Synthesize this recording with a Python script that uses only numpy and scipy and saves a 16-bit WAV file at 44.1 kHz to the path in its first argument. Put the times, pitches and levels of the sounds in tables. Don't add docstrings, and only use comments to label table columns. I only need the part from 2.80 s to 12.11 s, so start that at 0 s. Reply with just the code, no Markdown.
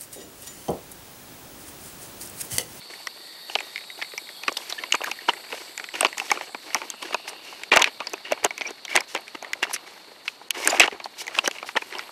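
import sys
import numpy as np
from scipy import signal
from scipy.fft import rfft, irfft, next_fast_len
from scipy.io import wavfile
from scipy.ndimage import uniform_filter1d

SR = 44100
rng = np.random.default_rng(int(sys.argv[2]) if len(sys.argv) > 2 else 0)


def volts_from_decibels(level):
    exponent = np.asarray(level, float) / 20
    return 10 ** exponent


def master(y):
    cut = np.clip(np.atleast_2d(y).T, -1, 1)
    pcm = np.round(cut * 32767)
    wavfile.write(sys.argv[1], SR, pcm.astype(np.int16))


N = 410571


def rms_one(x):
    return x / np.sqrt(np.mean(x ** 2) + 1e-20)


def filtered(x, order, hz, kind):
    return signal.sosfilt(signal.butter(order, hz, kind, fs=SR, output="sos"), x)


def in_time(rows):
    s, *columns = np.transpose(rows)
    return [np.interp(np.arange(N) / SR, s, c) for c in columns]


def drift(rate_hz):
    r = np.exp(-80 * np.pi * rate_hz / SR)
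    slow = signal.lfilter([1], [1, -2 * r, r * r], rng.standard_normal(N // 40 + 2002))[2000:]
    return np.interp(np.arange(N) / 40, np.arange(len(slow)), rms_one(slow))


def resonate(x, hz, width_hz):
    r = np.exp(-np.pi * width_hz / SR)
    denominator = [1, -2 * r * np.cos(2 * np.pi * hz / SR), r * r]
    return signal.lfilter([(1 - r * r) / 2, 0, (r * r - 1) / 2], denominator, x)


def coloured(x, spectrum):
    hz, db = np.transpose(spectrum)
    size = next_fast_len(N)
    log_hz = np.log(np.arange(size // 2 + 1) * SR / size + 1)
    gain = volts_from_decibels(np.interp(log_hz, np.log(hz), db))
    return rms_one(irfft(rfft(x, size) * gain, size)[:N])


def whine(hz, width_hz, size=N):
    once = resonate(rng.standard_normal(size), hz, width_hz)
    return rms_one(resonate(once, hz, 2 * width_hz))


def brief_whines(rows):
    out = np.zeros(N)
    for s, half_s, hz, width_hz, db in rows:
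        at = max(round(s * SR) - SR, 0)
        t = np.arange(at, at + 2 * SR) / SR
        add = volts_from_decibels(db) * np.exp(-((t - s) / half_s) ** 4) * whine(hz, width_hz, size=2 * SR)
        out[at:at + 2 * SR] += add[:N - at]
    return out


def grit(per_s, spread_db):
    sizes = volts_from_decibels(spread_db * np.minimum(rng.exponential(1, N), 3.5)) * rng.choice([-1, 1], N)
    return rms_one(sizes * (rng.random(N) < per_s / SR) + 1e-9)


def rubbed(body, per_s, spread_db, patchy_db):
    out = 0
    for hz, width_hz, db in body:
        once = resonate(grit(per_s, spread_db), hz, width_hz)
        ring = rms_one(resonate(once, hz, 5.45 * width_hz))
        out = out + volts_from_decibels(db + patchy_db * drift(46.0)) * ring
    return rms_one(out)


def blows(rows, t60_s, width_share, contact_s, spill_db, spill_hz):
    out, t = np.zeros(N + 2048), np.arange(2048) / SR
    chatter, chance = rng.standard_normal((len(rows), 2048)), rng.uniform(-1, 1, (len(rows), 2))
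    for (s, db, hz), noise, (off, grip) in zip(rows, chatter, chance):
        t60 = t60_s * volts_from_decibels(0.58 * grip)
        noise[4] = 2.9
        decay = np.exp(-t / contact_s) + 0.77 * volts_from_decibels(-45 * t / t60)
        force = noise * (1 - np.exp(-t / 0.0001)) * decay
        ring = resonate(force, hz, 2.94 / t60)
        ring = ring + 0.61 * resonate(force, hz * (1 + width_share * off), 6.2 / t60)
        blow = ring / np.abs(ring).max() + volts_from_decibels(spill_db) * force / np.abs(force).max()
        blow = filtered(blow, 3, spill_hz, "band")
        at = round(s * SR)
        out[at:at + 2048] += volts_from_decibels(db) * blow / np.abs(blow).max()
    return out[:N]


# f/Hz, level/dB
HUSH = [(25, -28), (200, 0), (384, 1), (863, 2.5), (3160, -7.5), (4370, 5), (5730, -43), (16000, -38)]


def outdoor_hush():
    return volts_from_decibels(-46 - 6) * coloured(rng.standard_normal(N), HUSH)


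# t/s, song level/dB, overtone level/dB
CHORUS = [
    (0.0, -42.5, -55),
    (1.74, -40, -52),
    (3.6, -43, -56),
    (4.3, -44, -59),
    (5.94, -45, -63),
    (8.51, -55, -66),
    (9.31, -47, -56),
]
# f/Hz, width/Hz, level/dB
SONG = [(3630, 320, -8.5), (4160, 850, -4.5), (4393, 160, -6.5), (4635, 280, -7.5)]
# low f/Hz, high f/Hz, level/dB
OVERTONES = [(7350, 9240, 3), (11000, 12530, 1.5)]
# centre t/s, half length/s, f/Hz, width/Hz, level/dB
SOLOS = [(0.67, 0.32, 1900, 130, -54.5), (1.17, 0.31, 3820, 32, -50), (0.34, 0.5, 4500, 33, -52),
         (0.72, 0.22, 4330, 35, -53), (1.35, .2, 4470, 36, -54), (0.82, 0.35, 3735, 30, -53),
         (1.45, 0.15, 4150, 40, -59), (1.7, 0.23, 3300, 42, -54), (3.2, 0.7, 7740, 550, -56.5),
         (4.4, 0.48, 2730, 320, -49.5)]


def insects():
    song_db, overtone_db = in_time(CHORUS)
    song = sum(volts_from_decibels(db + 1.5 * drift(4)) * whine(hz, width_hz) for hz, width_hz, db in SONG)
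    over = 0
    for low, high, db in OVERTONES:
        band = rms_one(filtered(rng.standard_normal(N), 2, (low, high), "band"))
        over = over + volts_from_decibels(db + 1.6 * drift(13.0)) * band
    chorus = volts_from_decibels(song_db - 5.5) * rms_one(song) + volts_from_decibels(overtone_db + 1.0) * rms_one(over)
    return chorus + brief_whines(SOLOS)


# t/s, length/s, pole level/dB, nylon level/dB
MOVES = [(0.091, 0.16, -48, -55), (0.681, 0.26, -47.5, -52), (1.174, 0.049, -45.5, -53),
         (1.758, 0.23, -46, -50), (1.89, 0.037, -35.5, -39.5), (1.977, 0.13, -44, -66),
         (2.256, 0.044, -35, -44), (2.4, 0.33, -48, -62), (2.697, 0.2, -43.5, -49.5),
         (2.993, 0.068, -44.5, -60), (3.132, 0.16, -36.5, -46.5), (3.365, 0.21, -43, -45.5),
         (3.486, 0.18, -41, -49), (3.813, 0.21, -47.5, -53.5), (3.924, 0.18, -42.5, -52),
         (4.21, 0.15, -41, -50), (4.631, 0.22, -46, -52.5), (5.195, 0.2, -46.5, -60),
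         (5.49, 0.36, -50.5, -69), (5.785, 0.14, -47.5, -59), (6.828, 0.033, -36, -53),
         (6.866, .1, -46, -60), (7.058, 0.14, -51, -55.5), (7.739, 0.096, -37.5, -47),
         (7.77, 0.26, -40, -41.5), (8.358, 0.51, -46.5, -58), (8.528, 0.07, -41.5, -44.5),
         (8.56, .04, -35, -50), (8.718, 0.071, -44, -50.5), (8.857, 0.056, -41, -43.5),
         (8.962, 0.27, -48, -56), (9.12, 0.16, -41.5, -63)]
# t/s, length/s, rumble level/dB, scrape level/dB
JOLTS = [(1.615, 0.14, -51, -51), (1.678, 0.019, -26, -26), (2.098, 0.41, -53, -47.5),
         (2.133, 0.02, -29, -28.5), (2.477, 0.027, -30.5, -23), (3.242, 0.027, -25.5, -42),
         (3.493, 0.032, -35, -34), (4.322, 0.028, -35, -30), (4.44, 0.17, -47, -63),
         (4.914, 0.015, -19, -15), (4.924, 0.024, -19, -16), (4.952, 0.015, -21, -18),
         (4.963, 0.026, -17.5, -37), (4.988, 0.035, -28, -23), (5.011, 0.022, -22.5, -28),
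         (5.049, 0.046, -36, -32.5), (5.441, 0.076, -46, -40.5), (5.506, 0.037, -34.5, -37),
         (5.625, 0.019, -24, -39), (5.64, 0.027, -20.5, -25.5), (5.855, 0.051, -40, -37),
         (6.088, 0.077, -42, -35), (6.143, 0.042, -20, -25), (6.339, 0.053, -35.5, -39.5),
         (6.545, 0.0097, -25.5, -25), (6.608, 0.5, -46.5, -54), (6.821, 0.026, -37, -26),
         (7.701, 0.014, -40, -26), (7.846, 0.058, -30, -32), (7.878, 0.038, -29.5, -26.5),
         (7.916, 0.087, -32, -33), (7.963, 0.044, -33, -34), (7.996, 0.032, -21, -16.5),
         (8.035, 0.032, -24.5, -26.5), (8.117, 0.054, -37, -44), (8.633, 0.059, -31.5, -31),
         (8.961, 0.017, -23, -22)]
# t/s, length/s, nylon level/dB
SWISHES = [(4.473, 0.028, -38.5), (6.275, 0.072, -48), (6.09, 0.067, -46), (6.894, 0.038, -47.5),
           (6.93, 0.028, -31), (7.893, 0.018, -32), (8.645, 0.021, -37), (7.447, 0.082, -51.5),
           (8.242, 0.02, -45), (8.377, .03, -40.5), (8.399, 0.024, -35)]


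def movements():
    moves = [(s, length, db - 0.4, db, cloth) for s, length, db, cloth in MOVES]
    jolts = [(s, length, low, high, high - 24) for s, length, low, high in JOLTS]
    swishes = [(s, length, db - 10.5, db - 1, db) for s, length, db in SWISHES]
    return moves + jolts + swishes


RESTING_DB = np.array([-56, -55, -63])
# f/Hz, width/Hz, level/dB
RUMBLE = [(345, 99, -4.5), (560, 370, -3), (833, 310, -4.5), (1310, 120, -23)]
# f/Hz, width/Hz, level/dB
TUBE = [(1860, 820, 7.5), (2250, 66, 1), (2827, 210, 2.5), (3040, 150, -13)]
# f/Hz, level/dB
NYLON = [(1470, -23), (2500, -5.5), (3550, -7), (5560, -4), (7130, -10), (10600, -14.5), (14000, -22),
         (15800, -23)]


def handling():
    t, power = np.arange(N) / SR, np.zeros((3, N)) + volts_from_decibels(RESTING_DB)[:, None] ** 2
    for s, length_s, *db in movements():
        span = slice(round(s * SR), round((s + 2 * length_s) * SR))
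        since = np.abs(t[span] - s)
        shape = np.minimum(since / 0.0082, 1) ** 2 * np.exp(-2 * (since / length_s) ** 3)
        power[:, span] += volts_from_decibels(np.array(db))[:, None] ** 2 * shape
    effort, jostle = np.sqrt(power), np.tanh(drift(68))
    swell = uniform_filter1d(effort[2], size=600)
    rumble = effort[0] * volts_from_decibels(-1.36 + 4.1 * jostle) * rubbed(RUMBLE, 1500, 2.55, patchy_db=4.0)
    rumble = filtered(rumble, 2, 260, "high")
    scrape = effort[1] * volts_from_decibels(-1.14 + 4.9 * jostle) * rubbed(TUBE, 3500, 3.6, patchy_db=3.5)
    nylon = swell * volts_from_decibels(3.0 + 0.7 * jostle + 2.0 * drift(50)) * coloured(grit(14000, 4.2), NYLON)
    sway = rms_one(filtered(rng.standard_normal(N), 2, 130, "low"))
    return rumble + scrape + nylon + effort[0] * volts_from_decibels(-28.5) * sway


# centre t/s, half length/s, f/Hz, level/dB
SQUEAKS = [(1.385, 0.0086, 2240, -38), (1.988, .006, 1790, -36), (4.025, 0.019, 910, -36.5),
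           (4.497, 0.0064, 8800, -45), (4.998, 0.009, 1010, -24), (5.82, 0.0061, 5950, -41),
           (5.863, 0.018, 2330, -33.5), (5.873, 0.0072, 5750, -32.5), (6.134, 0.02, 2200, -34),
           (7.852, 0.019, 2180, -29), (7.904, 0.0056, 7050, -23.5), (7.9, 0.0048, 4820, -28.5),
           (8.651, .01, 5660, -35)]


def joint_squeaks():
    return brief_whines([(s, half_s, hz, 0.05 * hz, db) for s, half_s, hz, db in SQUEAKS])


# t/s, level/dB, f/Hz
FLICKS = [
    (1.0077, -33, 2150),
    (1.0396, -35, 2390),
    (1.378, -18.5, 5500),
    (1.4711, -33, 2270),
    (3.2665, -18, 4700),
    (6.868, -28, 1100),
    (6.896, -27, 800),
    (6.911, -22, 800),
    (5.379, -29, 1790),
]
# centre t/s, half length/s, f/Hz, level/dB
RASPS = [
    (6.937, .004, 10200, -26.5),
    (6.943, .007, 5800, -27.5),
    (6.946, .004, 9700, -30),
    (6.956, 0.0054, 2280, -34),
]


def loose_ends():
    flicks = blows(FLICKS, 0.015, 0.11, 0.00083, spill_db=-4.0, spill_hz=[500, 6000])
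    return flicks + brief_whines([(s, half_s, hz, 0.15 * hz, db) for s, half_s, hz, db in RASPS])


def side_ring(s, db, hz):
    return list(zip(s, db, hz * (1 + 0.13 * rng.uniform(-1.16, 1, len(s)))))


# t/s, wall peak level/dB, ring f/Hz, ferrule tick level/dB
CLACKS = [(0.7533, -4, 2740, -25), (1.681, -7.5, 2440, -17.5), (2.1235, -3, 2750, -10),
          (2.4937, -8, 2840, -38), (3.208, -10, 2710, -26), (3.2284, -16, 2600, -34),
          (3.248, -2, 2750, -16), (3.503, -12.5, 1860, -30), (3.5155, -7, 2250, -9.5),
          (4.9184, -1.5, 2430, -36), (4.9282, -8, 2300, -28), (4.9623, -8, 2420, -7),
          (4.9708, 4.5, 2320, -11), (4.995, -17, 2070, -14), (5.0213, -4, 2900, -6), (5.023, -8, 2900, -32),
          (5.0424, -2.5, 2500, -16), (5.817, -13.5, 2240, -44), (6.1623, -4, 1940, -4.5),
          (6.174, -6, 2040, -28), (6.7328, -11, 2170, -14.5), (6.829, -11.5, 2020, -16.5),
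          (7.4793, -10.5, 2400, -45), (7.7068, -7, 2880, -10.5), (7.874, -9, 1650, -29),
          (7.998, 1, 2480, -34), (8.0038, 0, 2600, -7), (8.0335, -9, 2750, -32), (8.5876, -3, 2790, -14.5),
          (8.9705, -8.5, 1840, -49)]
# t/s, wall peak level/dB, ring f/Hz, ferrule tick level/dB
TAPS = [(0.2711, -16.5, 1930, -19), (1.378, -19, 2240, -21), (1.635, -22, 2450, -26),
        (1.769, -13.5, 3410, -25), (2.1514, -12.5, 2250, -14), (2.243, -16, 1610, -24),
        (2.3146, -13.5, 2450, -17), (2.4883, -11.5, 3000, -31), (2.9776, -18.5, 1970, -18.5),
        (3.381, -19.5, 1930, -16), (3.3992, -11.5, 2600, -23), (3.946, -12, 2080, -6),
        (4.102, -24, 3280, -15), (4.3444, -13.5, 2520, -19), (4.835, -17.5, 2250, -26.5),
        (5.27, -16.5, 4760, -28), (5.521, -15.5, 2680, -16), (5.647, -13.5, 2780, -3.5),
        (5.7795, -21, 2330, -22), (6.051, -22, 3250, -23), (6.1556, -7, 2070, -10.5),
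        (6.2066, -19.5, 2250, -16), (6.3492, -16.5, 2730, -15.5), (6.626, -29, 2250, -26.5),
        (8.2423, -22.5, 4350, -34), (8.468, -24.5, 2250, -27), (8.479, -16.5, 2060, -22),
        (8.659, -15, 3020, -28), (8.6766, -8, 1570, -8.5), (9.1925, -17, 1880, -34)]
# t/s, wall peak level/dB, ring f/Hz, section knock level/dB
BUMPS = [(.698, -22.5, 2830, -29), (.959, -15.5, 2250, -58), (1.223, -15, 2060, -23.5),
         (1.9241, -16.5, 3970, -26), (1.9876, -23.5, 3130, -52), (2.0364, -17, 2140, -28),
         (2.146, -18, 2330, -25), (2.216, -19, 2700, -36), (2.725, -18.5, 2580, -49),
         (3.153, -19.5, 2140, -33), (3.267, -19, 2690, -40), (3.61, -20.5, 2410, -21.5),
         (3.7462, -23.5, 2320, -19.5), (4.017, -20.5, 2570, -22.5), (4.226, -20, 2850, -43),
         (4.478, -22.5, 2220, -31), (5.0737, -15.5, 2260, -20), (5.2034, -18, 2540, -19.5),
         (5.339, -20, 2540, -21), (5.7067, -18, 2250, -28.5), (5.81, -14, 2320, -20),
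         (6.3618, -14, 2070, -46), (6.5503, -31, 2100, -34), (8.077, -13.5, 2900, -42),
         (8.257, -45, 2110, -20), (8.712, -20, 2750, -43), (8.828, -22, 2350, -20),
         (8.889, -21, 2170, -22.5), (8.9535, -33, 2250, -19.5), (9.1512, -21, 2700, -24)]
# t/s, wall peak level/dB
TOUCHES = [(0.787, -18), (0.8056, -17), (0.9779, -20.5), (1.101, -25.5), (1.2156, -21.5), (1.49, -26.5),
           (1.9042, -22.5), (2.237, -21), (2.3882, -26.5), (2.5352, -22.5), (2.9974, -20.5), (3.0408, -20),
           (3.0884, -23), (3.1394, -24), (3.328, -21), (3.904, -28), (4.531, -28), (3.573, -25),
           (5.661, -26), (6.3755, -21), (6.48, -26.5), (6.6463, -23.5), (6.9625, -18.5), (8.113, -27.5),
           (8.2, -24.5), (8.7844, -22.5), (.136, -27), (0.987, -31), (1.2455, -31), (1.319, -31),
           (1.336, -31), (2.718, -26), (3.2575, -14), (3.958, -27), (3.9645, -22), (3.97, -23),
           (4.032, -31), (4.9169, -18), (4.94, -19), (5.017, -7), (5.058, -20), (5.513, -24), (5.529, -19),
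           (5.577, -31), (5.632, -26), (5.643, -13.5), (6.08, -25), (7.8615, -20), (7.918, -21),
           (7.9233, -16), (7.968, -22), (8.059, -25), (8.7515, -30), (9.236, -32), (9.0202, -22.5),
           (9.1248, -21.5)]
# t/s, peak level/dB, ring f/Hz
KNOCKS = [(.7564, -11, 795), (1.6811, -12.5, 1100), (2.1432, -9.5, 1040), (2.2166, -19.5, 500),
          (2.2793, -22, 1060), (2.487, -7, 900), (2.7277, -21.5, 507), (3.2095, -10.5, 700),
          (3.229, -12, 660), (3.2485, -7.5, 1010), (3.5157, -8, 844), (3.9492, -12.5, 860),
          (4.345, -9, 846), (4.9216, -17, 1250), (4.9628, -6, 755), (4.9712, -7, 970), (4.9958, -25, 1010),
          (5.0094, -13, 786), (5.3352, -22, 354), (5.5212, -8, 607), (5.6462, -11.5, 516),
          (6.3494, -17, 576), (6.828, -17, 960), (7.8734, -13.5, 1350), (7.927, -13, 685),
          (8.0036, -5, 706), (8.0803, -12, 890), (8.5876, -11.5, 1070), (8.6765, -9, 560),
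          (8.9726, -15.5, 920),
          (0.2717, -26, 1300), (.8058, -28.5, 714), (1.19, -31, 800), (1.337, -31, 423), (1.7177, -26, 345),
          (2.2062, -23, 1070), (2.23, -33, 800), (2.2366, -23, 820), (2.2726, -19, 1050), (2.5, -17, 805),
          (2.742, -27, 534), (2.997, -27.5, 1100), (3.328, -36, 750), (3.4153, -23.5, 775),
          (3.574, -22, 1270), (3.693, -33, 775), (3.957, -19.5, 900), (4.0363, -34, 930), (4.139, -31, 820),
          (4.2268, -25.5, 990), (4.308, -26, 670), (4.3293, -27, 1200), (4.398, -33, 686),
          (4.477, -28.5, 800), (4.532, -30.5, 930), (4.726, -30.5, 750), (4.926, -10, 1030),
          (4.941, -13, 1090), (5.026, -16, 890), (5.218, -27, 1180), (5.575, -28, 950), (5.891, -29, 900),
          (5.9056, -26.5, 370), (6.178, -16, 980), (6.217, -26, 850), (6.625, -23.5, 696),
          (6.6458, -29, 1050), (7.316, -37, 485), (7.4793, -35, 1270), (7.614, -31.5, 776),
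          (7.791, -31, 520), (7.801, -26, 540), (7.908, -20, 1190), (7.9407, -16, 816), (7.947, -16.5, 680),
          (8.033, -13.5, 1450), (8.201, -28, 950), (8.581, -23, 705), (8.845, -29, 870),
          (9.021, -30.5, 430), (9.292, -29.5, 930)]
# t/s, peak level/dB, ring f/Hz
TICKS = [(1.7254, -22.5, 5500), (1.772, -11.5, 4940), (1.8985, -19, 5600), (3.2083, -4, 8430),
         (5.334, -16.5, 6000), (2.137, -23, 6160), (3.157, -27, 5300), (3.2567, -26, 5100),
         (4.333, -32, 9300), (4.4927, -24.5, 6960), (5.2955, -30, 4970), (5.6395, -22, 4600),
         (7.7064, -10, 10600), (5.7985, -35, 8600), (2.2418, -22, 13000), (6.385, -43, 11000),
         (6.408, -39, 11500), (6.48, -35, 8050), (6.633, -44, 10900), (6.844, -29, 5500),
         (7.9675, -30, 5600), (8.4497, -36, 6000), (8.711, -29, 6950), (9.0164, -38, 9200),
         (4.2258, -24, 7900), (.8031, -27, 7540), (2.5351, -27.5, 7830), (5.9061, -24.5, 5970),
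         (6.9323, -18, 9000), (7.8486, -15.5, 5800), (7.8742, 1, 8560), (7.9974, -1, 7750),
         (8.059, -23, 5100), (9.1849, -23.5, 5100)]


def poles():
    wall_hz, section_hz, ferrule_hz = 2250, 920, 5930
    tick_lead_s, knock_lag_s = 0.0006, 0.00048
    edged, taps, bumps = np.array(CLACKS + TAPS), np.array(TAPS), np.array(BUMPS)
    light = np.array([row[:2] for row in BUMPS + TOUCHES])

    wall = [row[:3] for row in CLACKS + TAPS + BUMPS] + side_ring(*np.transpose(TOUCHES), wall_hz)
    section = KNOCKS
    section = section + side_ring(bumps[:, 0] + knock_lag_s, bumps[:, 3], section_hz)
    section = section + side_ring(taps[:, 0] + knock_lag_s, taps[:, 1] - 14, section_hz)
    ferrule = TICKS + side_ring(edged[:, 0] - tick_lead_s, edged[:, 3], ferrule_hz)
    ferrule = ferrule + side_ring(light[:, 0] - tick_lead_s, light[:, 1] - 18, ferrule_hz)

    clacks = blows(wall, 0.018, 0.12, 0.0012, spill_db=1.0, spill_hz=[1100, 5000])
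    knocks = blows(section, 0.024, 0.094, 0.00092, spill_db=12.5, spill_hz=[240, 1600])
    ticks = blows(ferrule, 0.0077, 0.24, 0.00029, spill_db=-3.0, spill_hz=[4200, 13200.0])
    return clacks + knocks + ticks


def with_ground(near):
    lag = round(0.0049 * SR)
    echo = signal.lfilter([.4], [1, -.6], np.pad(near, (lag, 0))[:N])
    return filtered(near + volts_from_decibels(-22.5) * echo, 2, 230, "high")


def scene():
    background = outdoor_hush() + insects()
    hands = handling() + joint_squeaks() + loose_ends()
    return (background + hands + with_ground(poles()))[None]


# t/s, length/s, gone above f/Hz
DROPOUTS = [
    (4.902, .009, 900),
    (4.981, .011, 6500),
    (5.032, .008, 5500),
    (7.687, .015, 1900),
    (7.713, .018, 8000),
    (7.882, .011, 8500),
    (7.988, .006, 2500),
]


def with_treble_gaps(x):
    out = x.copy()
    for s, length_s, hz in DROPOUTS:
        span = slice(round(s * SR) - 512, round((s + length_s) * SR) + 512)
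        gate = np.pad(signal.windows.tukey(round(length_s * SR), .3), 512)
        piece = x[:, span]
        high = signal.butter(6, hz, "high", fs=SR, output="sos")
        treble = signal.sosfiltfilt(high, piece)
        out[:, span] -= (1 - volts_from_decibels(-23)) * np.resize(gate, piece.shape[1]) * treble
    return out


def low_pass(x):
    return signal.sosfilt(signal.butter(12, 16520, fs=SR, output="sos"), x)


def record(dry):
    edge = signal.cheby2(14, 50, 16100, fs=SR, output="sos")
    brim = signal.cheby2(8, 40, 15300, "high", fs=SR, output="sos")
    cut = signal.cheby2(14, 90, 16900, fs=SR, output="sos")
    quiet = signal.sosfilt(edge, dry + volts_from_decibels(-72) * rng.standard_normal(dry.shape))
    hardness = np.tanh(30.0 * uniform_filter1d(np.abs(dry), size=200)) ** 2
    loud = np.clip(quiet + volts_from_decibels(-6.0) * signal.sosfilt(brim, dry) * hardness, -.95, .95)
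    loud = filtered(loud, 1, 60, "high")
    mix = with_treble_gaps(signal.sosfilt(cut, loud))
    return low_pass(mix)


dry = scene()
out = record(dry)
master(out)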